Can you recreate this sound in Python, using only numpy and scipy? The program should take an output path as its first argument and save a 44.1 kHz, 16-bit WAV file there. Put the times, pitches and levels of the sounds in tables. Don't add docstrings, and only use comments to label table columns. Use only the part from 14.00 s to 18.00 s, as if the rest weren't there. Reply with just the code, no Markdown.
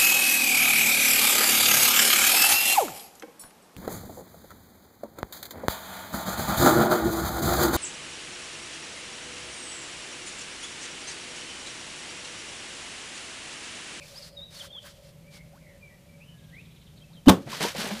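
import sys
import numpy as np
from scipy import signal
from scipy.fft import rfft, irfft
from scipy.io import wavfile
from scipy.ndimage import map_coordinates

SR = 44100
rng = np.random.default_rng(int(sys.argv[2]) if len(sys.argv) > 2 else 0)


def put_to_file(sound):
    columns = np.atleast_2d(sound).T
    safe = np.clip(columns, -1, 1)
    whole_steps = np.round(safe * 32767)
    wavfile.write(sys.argv[1], SR, whole_steps.astype(np.int16))


N = 176400
T = np.arange(N) / SR


def from_db(db):
    return 10 ** (np.asarray(db) / 20)


def rms_one(x):
    return x / np.sqrt(np.mean(x ** 2) + 1e-20)


def butter(x, hz, kind):
    return signal.sosfilt(signal.butter(2, min(hz, .45 * SR), kind, fs=SR, output="sos"), x + 1e-18)


def coloured(spectrum, x=None):
    hz, db = np.transpose(spectrum)
    f = np.maximum(np.fft.rfftfreq(N, 1 / SR), 1)
    gain = from_db(np.interp(np.log(f), np.log(hz), db)) / np.sqrt(1 + (hz[0] / 2 / f) ** 4)
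    return rms_one(irfft(rfft(rng.standard_normal(N) if x is None else x) * gain, N))


def drift(per_s):
    knots = rng.standard_normal(N // 20)
    return map_coordinates(knots, [T * per_s], order=3, mode="wrap")


def ring(x, hz, t60_s):
    r, w = np.exp(-np.log(1000) / (t60_s * SR)), 2 * np.pi * hz / SR
    return signal.lfilter([0, np.sin(w)], [1, -2 * r * np.cos(w), r * r], x + 1e-18)


def envelope(rows, attack_s):
    power = np.zeros(N)
    for start_s, db, hold_s, t60_s in rows:
        rise = from_db(db) * np.clip((T - start_s) / attack_s, 0, 1)
        power += rise ** 2 * np.exp(-np.clip(2 * np.log(1000) * (T - start_s - hold_s) / t60_s, 0, 60))
    return np.sqrt(power)


def grains(per_s, low_hz, high_hz, cycles, spread_db):
    sizes = from_db(spread_db * np.minimum(rng.exponential(1, N), 5)) * rng.choice([-1, 1], N)
    clicks = sizes * (rng.random(N) < per_s / SR)
    pitch_index = rng.integers(0, 20, N)
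    return rms_one(sum(ring(clicks * (pitch_index == k), hz, cycles / hz) * hz
                       for k, hz in enumerate(np.geomspace(low_hz, high_hz, 20))))


def whistle(start_s, length_s, pitch_hz, swell_share=0.32):
    tone = np.zeros(N)
    on = (T >= start_s) & (T < start_s + length_s)
    u = (T[on] - start_s) / length_s
    level = np.sqrt(2 * np.sin(np.pi * u) * np.minimum(u / swell_share, 1))
    tone[on] = level * np.sin(2 * np.pi * np.cumsum(pitch_hz(u, T[on])) / SR)
    return tone


def garden_echo(x, t60_s=0.62):
    tail = rng.standard_normal(N) * np.exp(-np.log(1000) * T / t60_s) * (T > .012)
    return signal.fftconvolve(x, tail / np.sqrt(np.sum(tail ** 2)))[:N]


def background():
    # frequency in Hz, level in dB.
    air_colour = [(30, -10.5), (55, 0), (100, -2.5), (170, -3.5), (250, -16), (440, -17.5), (600, -21),
                  (900, -23.5), (1500, -27.5), (2300, -23.5), (3000, -25.5), (6000, -29.5), (13500, -32.5),
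                  (15000, -41)]
    # frequency in Hz, bandwidth in Hz, level in dB.
    modes = [(159, 24.5, -56.5), (567.3, 28.5, -59)]
    # time in seconds, lower mode's offset in dB, upper mode's offset in dB.
    swells = [(0, -2.5, 3), (1.0, -2.5, 0), (1.25, 3, -1.5), (1.9, -1, -1.5), (2.25, 4.5, -8),
              (2.8, 4.5, -15), (3.202, 3, -4), (4, -7, 9.5)]
    times_s, *offsets_db = np.transpose(swells)
    hum = np.zeros(N)
    for (hz, width_hz, db), offset_db in zip(modes, offsets_db):
        level = from_db(db + np.interp(T, times_s, offset_db) + drift(13))
        mode = ring(rng.standard_normal(N), hz, t60_s=np.log(1000) / (np.pi * width_hz))
        hum += level * rms_one(butter(mode, 0.74 * hz, "high"))
    return from_db(-55.5) * coloured(air_colour) + hum


def birds(trill_hz=84.4, chip_from_hz=4000, chip_to_hz=3050):
    # start and length in seconds, first, middle and last pitch in Hz,
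    # level in dB, trill depth in Hz.
    notes = [(-.03, 0.083, 2850, 2530, 2210, -52.5, 170), (0.151, 0.041, 4550, 4900, 5300, -46.5, 82),
             (0.212, 0.053, 4900, 4550, 4500, -48.5, 400), (0.36, 0.062, 3940, 3680, 3680, -43.5, 22),
             (.405, 0.049, 3660, 3830, 3920, -43.5, 20), (0.557, 0.038, 4620, 4400, 4360, -47, 100),
             (0.593, 0.033, 3860, 3300, 3020, -40, 90), (0.694, 0.032, 3210, 3300, 3170, -48, 30),
             (0.717, 0.078, 3650, 3406, 3066, -43, 46), (1.222, 0.16, 2110, 2350, 2230, -64.5, 50),
             (1.317, 0.13, 2280, 2170, 2160, -59.5, 89), (1.597, .18, 2297, 2060, 1855, -61.5, 160),
             (1.804, 0.097, 2445, 2338, 2250, -56, 19), (1.889, .07, 2005, 1950, 1970, -59.5, 50),
             (2.07, .10, 2340, 2325, 2285, -65.5, 30), (2.196, 0.062, 2290, 2600, 2960, -56.5, 120),
             (2.251, 0.095, 2980, 3000, 2950, -59, 97), (2.259, 0.34, 1755, 1644, 1560, -71, 13),
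             (2.513, 0.11, 1764, 2228, 2810, -52.5, 59), (2.96, 0.057, 4360, 3850, 3180, -61.5, 450),
             (3.009, 0.025, 3200, 3190, 3200, -54.5, 17), (3.026, .035, 2640, 2620, 2620, -65, 23),
             (3.122, 0.056, 4430, 3770, 3240, -62, 390), (3.164, 0.037, 3260, 3110, 3100, -56.5, 20)]
    song, chips = np.zeros(N), np.zeros(N)
    for start_s, length_s, first_hz, middle_hz, last_hz, db, depth_hz in notes:
        glide = np.polyfit([0, .5, 1], [first_hz, middle_hz, last_hz], 2)
        def note_hz(u, t):
            return np.polyval(glide, u) + depth_hz * np.sin(2 * np.pi * trill_hz * t)
        song += from_db(db) * whistle(start_s, length_s, note_hz)
    blur_hz = 352 * drift(900)
    def chip_hz(u, t):
        return chip_from_hz + (chip_to_hz - chip_from_hz) * u + np.interp(t, T, blur_hz)
    for k in range(10):
        chips += from_db(-64 + 0.5 * k) * whistle(2.38 + .0535 * k, 0.026, chip_hz)
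    song *= from_db(3.5 * drift(130))
    return song + chips + garden_echo(from_db(-8) * song + from_db(-3.5) * chips)


def fuse(rise_s=0.059, fall_s=0.031):
    # start in seconds, length in seconds, level in dB.
    spits = [(0.0, 0.12, -50.5), (0.108, 0.19, -50), (0.499, 0.11, -47.5), (0.585, .088, -47.5),
             (0.805, 0.11, -52.5), (0.89, 0.11, -62), (1.0, 0.11, -59.5), (1.304, 0.082, -51.5)]
    # frequency in Hz, level in dB.
    hiss_colour = [(500, -6.5), (1200, -2), (2500, 0), (4500, 5), (7000, -2.5), (10000, -4), (15000, -15)]
    puffs = np.zeros(N)
    for start_s, length_s, db in spits:
        rise = np.clip((T - start_s) / rise_s, 0, 1) ** 0.62
        fall = np.clip((start_s + length_s - T) / fall_s + .5, 0, 1)
        puffs += from_db(db) * rise * fall
    return puffs * from_db(1.1 * drift(120)) * coloured(hiss_colour)


def bubbles(length_s=.085, from_hz=600, to_hz=2127):
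    # start in seconds, tone level in dB, froth level in dB.
    blips = [(.12, -61.5, -67), (.365, -70, -65), (.595, -59, -52), (.715, -62, -68), (.82, -70, -48.5),
             (1.31, -69, -67), (1.51, -60.5, -67), (3.075, -69, -79)]
    def sweep_hz(u, t):
        return from_hz * (to_hz / from_hz) ** (u ** 1.6)
    tones = sum(from_db(db) * whistle(start_s, length_s, sweep_hz) for start_s, db, _ in blips)
    froth = envelope([(start_s + 0.012, db, .04, .1) for start_s, _, db in blips], attack_s=0.028)
    froth_colour = [(600, -7), (1000, -3), (1600, 6), (2400, -6), (5000, -11.5)]
    return tones * from_db(2 * drift(220)) + froth * coloured(froth_colour)


def barrel_boom():
    # time in seconds, gain in dB, contact low-pass in Hz.
    shocks = [(3.2595, -25, 1450), (3.2711, -5, 700), (3.2770, -0.5, 610), (3.2834, 2, 3000),
              (3.2941, 4, 4000)]
    # frequency in Hz, gain in dB, T60 in seconds.
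    modes_hz = [87, 140, 188, 221, 264, 316, 389, 472, 507, 540, 612, 733, 806, 874, 1055, 1106, 1240, 1462,
                1571, 3472]
    modes_db = [-18, -22, -16, -20, -22, -20, -24, -23, -32, -27, -21, -24, -30, -22.5, -22.5, -26.5, -25,
                -27, -27, -20]
    modes_t60_s = [.09, 0.05, 0.16, 0.12, 0.19, .15, 0.14, 0.086, 0.16, 0.21, .14, .11, .1, 0.12, 0.076,
                   0.16, 0.08, .08, .08, .04]
    force = sum(butter(from_db(db) * (np.arange(N) == int(time_s * SR)), contact_hz, "low")
                for time_s, db, contact_hz in shocks)
    return sum((-1) ** k * from_db(db) * ring(force, hz, t60_s)
               for k, (hz, db, t60_s) in enumerate(zip(modes_hz, modes_db, modes_t60_s)))


def surface_burst():
    # start in seconds, level in dB, hold and T60 in seconds.
    cracks = [(3.2595, -38.5, 0.016, 0.076), (3.2826, -12.5, .004, 0.054), (3.2928, -8, .0045, 0.024),
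              (3.300, -25.5, 0.0089, .19)]
    # frequency in Hz, level in dB.
    tear_colour = [(300, 3), (480, 10.5), (900, 9), (1500, 2.5), (2100, -2.5), (3100, 0), (3500, 2.5),
                   (4000, -3.5), (5500, -7), (9000, -11.5), (15000, -15)]
    tear = coloured(tear_colour, rng.standard_normal(N) * from_db(1.2 * drift(1500)))
    squeak = whistle(start_s=3.272, length_s=0.0095, pitch_hz=lambda u, t: np.full_like(u, 3000))
    return envelope(cracks, attack_s=0.00043) * tear + from_db(-28) * squeak


def gas_throb(start_s=3.2741, hold_s=0.015, edge_s=0.0022, start_hz=240.4, rise_hz_per_s=3730):
    t = T - start_s
    level = np.exp(np.clip(np.minimum(t, hold_s - t) / edge_s, -60, 0))
    turns = np.cumsum(start_hz + rise_hz_per_s * np.clip(t, 0, hold_s)) / SR
    return from_db(-3) * level * np.sin(2 * np.pi * (turns - np.interp(start_s, T, turns)))


def heave(centre_s=3.2802, width_s=0.003):
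    u = (T - centre_s) / width_s
    return -from_db(-13.5) * u * np.exp(-np.minimum(u * u, 100) / 2)


def churn():
    # start in seconds, level in dB, hold and T60 in seconds.
    surge = [(3.285, -21.5, 0.041, 0.25)]
    # frequency in Hz, level in dB.
    rush_colour = [(50, -24), (140, -6.5), (240, 1), (450, -9.5), (700, -20), (1500, -24), (4000, -58)]
    return envelope(surge, attack_s=0.015) * coloured(rush_colour)


def spray(drops_per_s=9800, fade_in_s=0.029):
    # time in seconds, level in dB.
    shower = [(3.42, -58.5), (3.43, -56), (3.446, -65.5), (3.514, -40), (3.546, -36.5), (3.592, -43),
              (3.628, -28.5), (3.748, -44.5), (3.796, -33.5), (3.944, -42), (4.0, -43.5)]
    # frequency in Hz, level in dB.
    spray_colour = [(880, -7), (1500, -1.5), (2100, -2.5), (2620, -3), (2970, -2), (4330, -3), (7210, -11),
                    (12500, -16.5), (15000, -23.5)]
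    times_s, levels_db = np.transpose(shower)
    level = from_db(np.interp(T, times_s, levels_db)) * np.clip((T - times_s[0]) / fade_in_s + 1, 0, 1)
    impacts = rng.standard_normal(N) * (rng.random(N) < drops_per_s / SR)
    impacts *= from_db(4 * np.minimum(rng.exponential(1, N), 4))
    patter = from_db(-3) * coloured(spray_colour, impacts)
    mist = from_db(-1) * coloured(spray_colour)
    hiss = butter(patter + mist, 700, "high")
    droplets = from_db(-19) * grains(per_s=3900, low_hz=1000, high_hz=4870, cycles=18, spread_db=1)
    splats = from_db(-9) * grains(per_s=260, low_hz=1500, high_hz=8000, cycles=4, spread_db=2)
    return level * from_db(1.5 * drift(150)) * (hiss + droplets + splats)


def gulps(attack_s=0.0039, rise_per_s=2.72):
    # start in seconds, starting pitch in Hz, gain in dB, T60 in seconds.
    pockets = [(3.46, 129, -30, 0.12), (3.484, 211, -31, 0.12), (3.529, 1030, -17, 0.023),
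               (3.603, 517, -24, 0.034), (3.625, 189, -23.5, .12), (3.639, 894, -22.5, 0.12),
               (3.646, 444, -24.5, 0.096), (3.748, 532, -25, 0.053), (3.769, 500, -30.5, 0.049),
               (3.783, 203, -24.5, 0.13), (3.839, 232, -25, 0.11), (3.904, 767, -34, 0.093),
               (3.913, 195, -24.5, .23)]
    sound = np.zeros(N)
    for start_s, hz, db, t60_s in pockets:
        t = np.clip(T - start_s, 0, 2 * t60_s)
        level = from_db(db) * (1 - np.exp(-t / attack_s)) * np.exp(-np.log(1000) * t / t60_s)
        sound += level * np.sin(2 * np.pi * hz * t * (1 + rise_per_s * t / 2))
    return sound


def slaps():
    # start in seconds, level in dB, hold and T60 in seconds.
    sheets = [(3.466, -43, 0.022, .2), (3.53, -42, 0.016, 0.41), (3.602, -30.5, 0.026, .15),
              (3.643, -31, 0.01, 0.17), (3.747, -36, 0.0072, 0.19), (3.787, -38, 0.05, .18),
              (3.842, -33.5, 0.013, 0.34), (3.903, -35.5, 0.013, 0.16)]
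    # frequency in Hz, level in dB.
    slap_colour = [(60, -43), (150, -2), (450, -2.5), (700, -4), (920, -4), (1300, -14), (2200, -10.5),
                   (5000, -40)]
    drops = grains(per_s=5000, low_hz=107, high_hz=5040, cycles=5.1, spread_db=2)
    return envelope(sheets, attack_s=0.0044) * coloured(slap_colour, drops)


def scene():
    lead_in = background() + birds() + fuse() + bubbles()
    bang = barrel_boom() + surface_burst() + gas_throb() + heave() + churn()
    echo = from_db(-27.5) * garden_echo(butter(bang, 500, "low"))
    splash = spray() + gulps() + slaps()
    return (lead_in + bang + echo + splash)[None]


def record(dry, ceiling=1.05, cutoff_hz=15400):
    rounded = dry / (1 + (dry / ceiling) ** 4) ** .25
    return signal.sosfilt(signal.ellip(10, .2, 80, cutoff_hz, fs=SR, output="sos"), rounded)


dry = scene()
out = record(dry)
put_to_file(out)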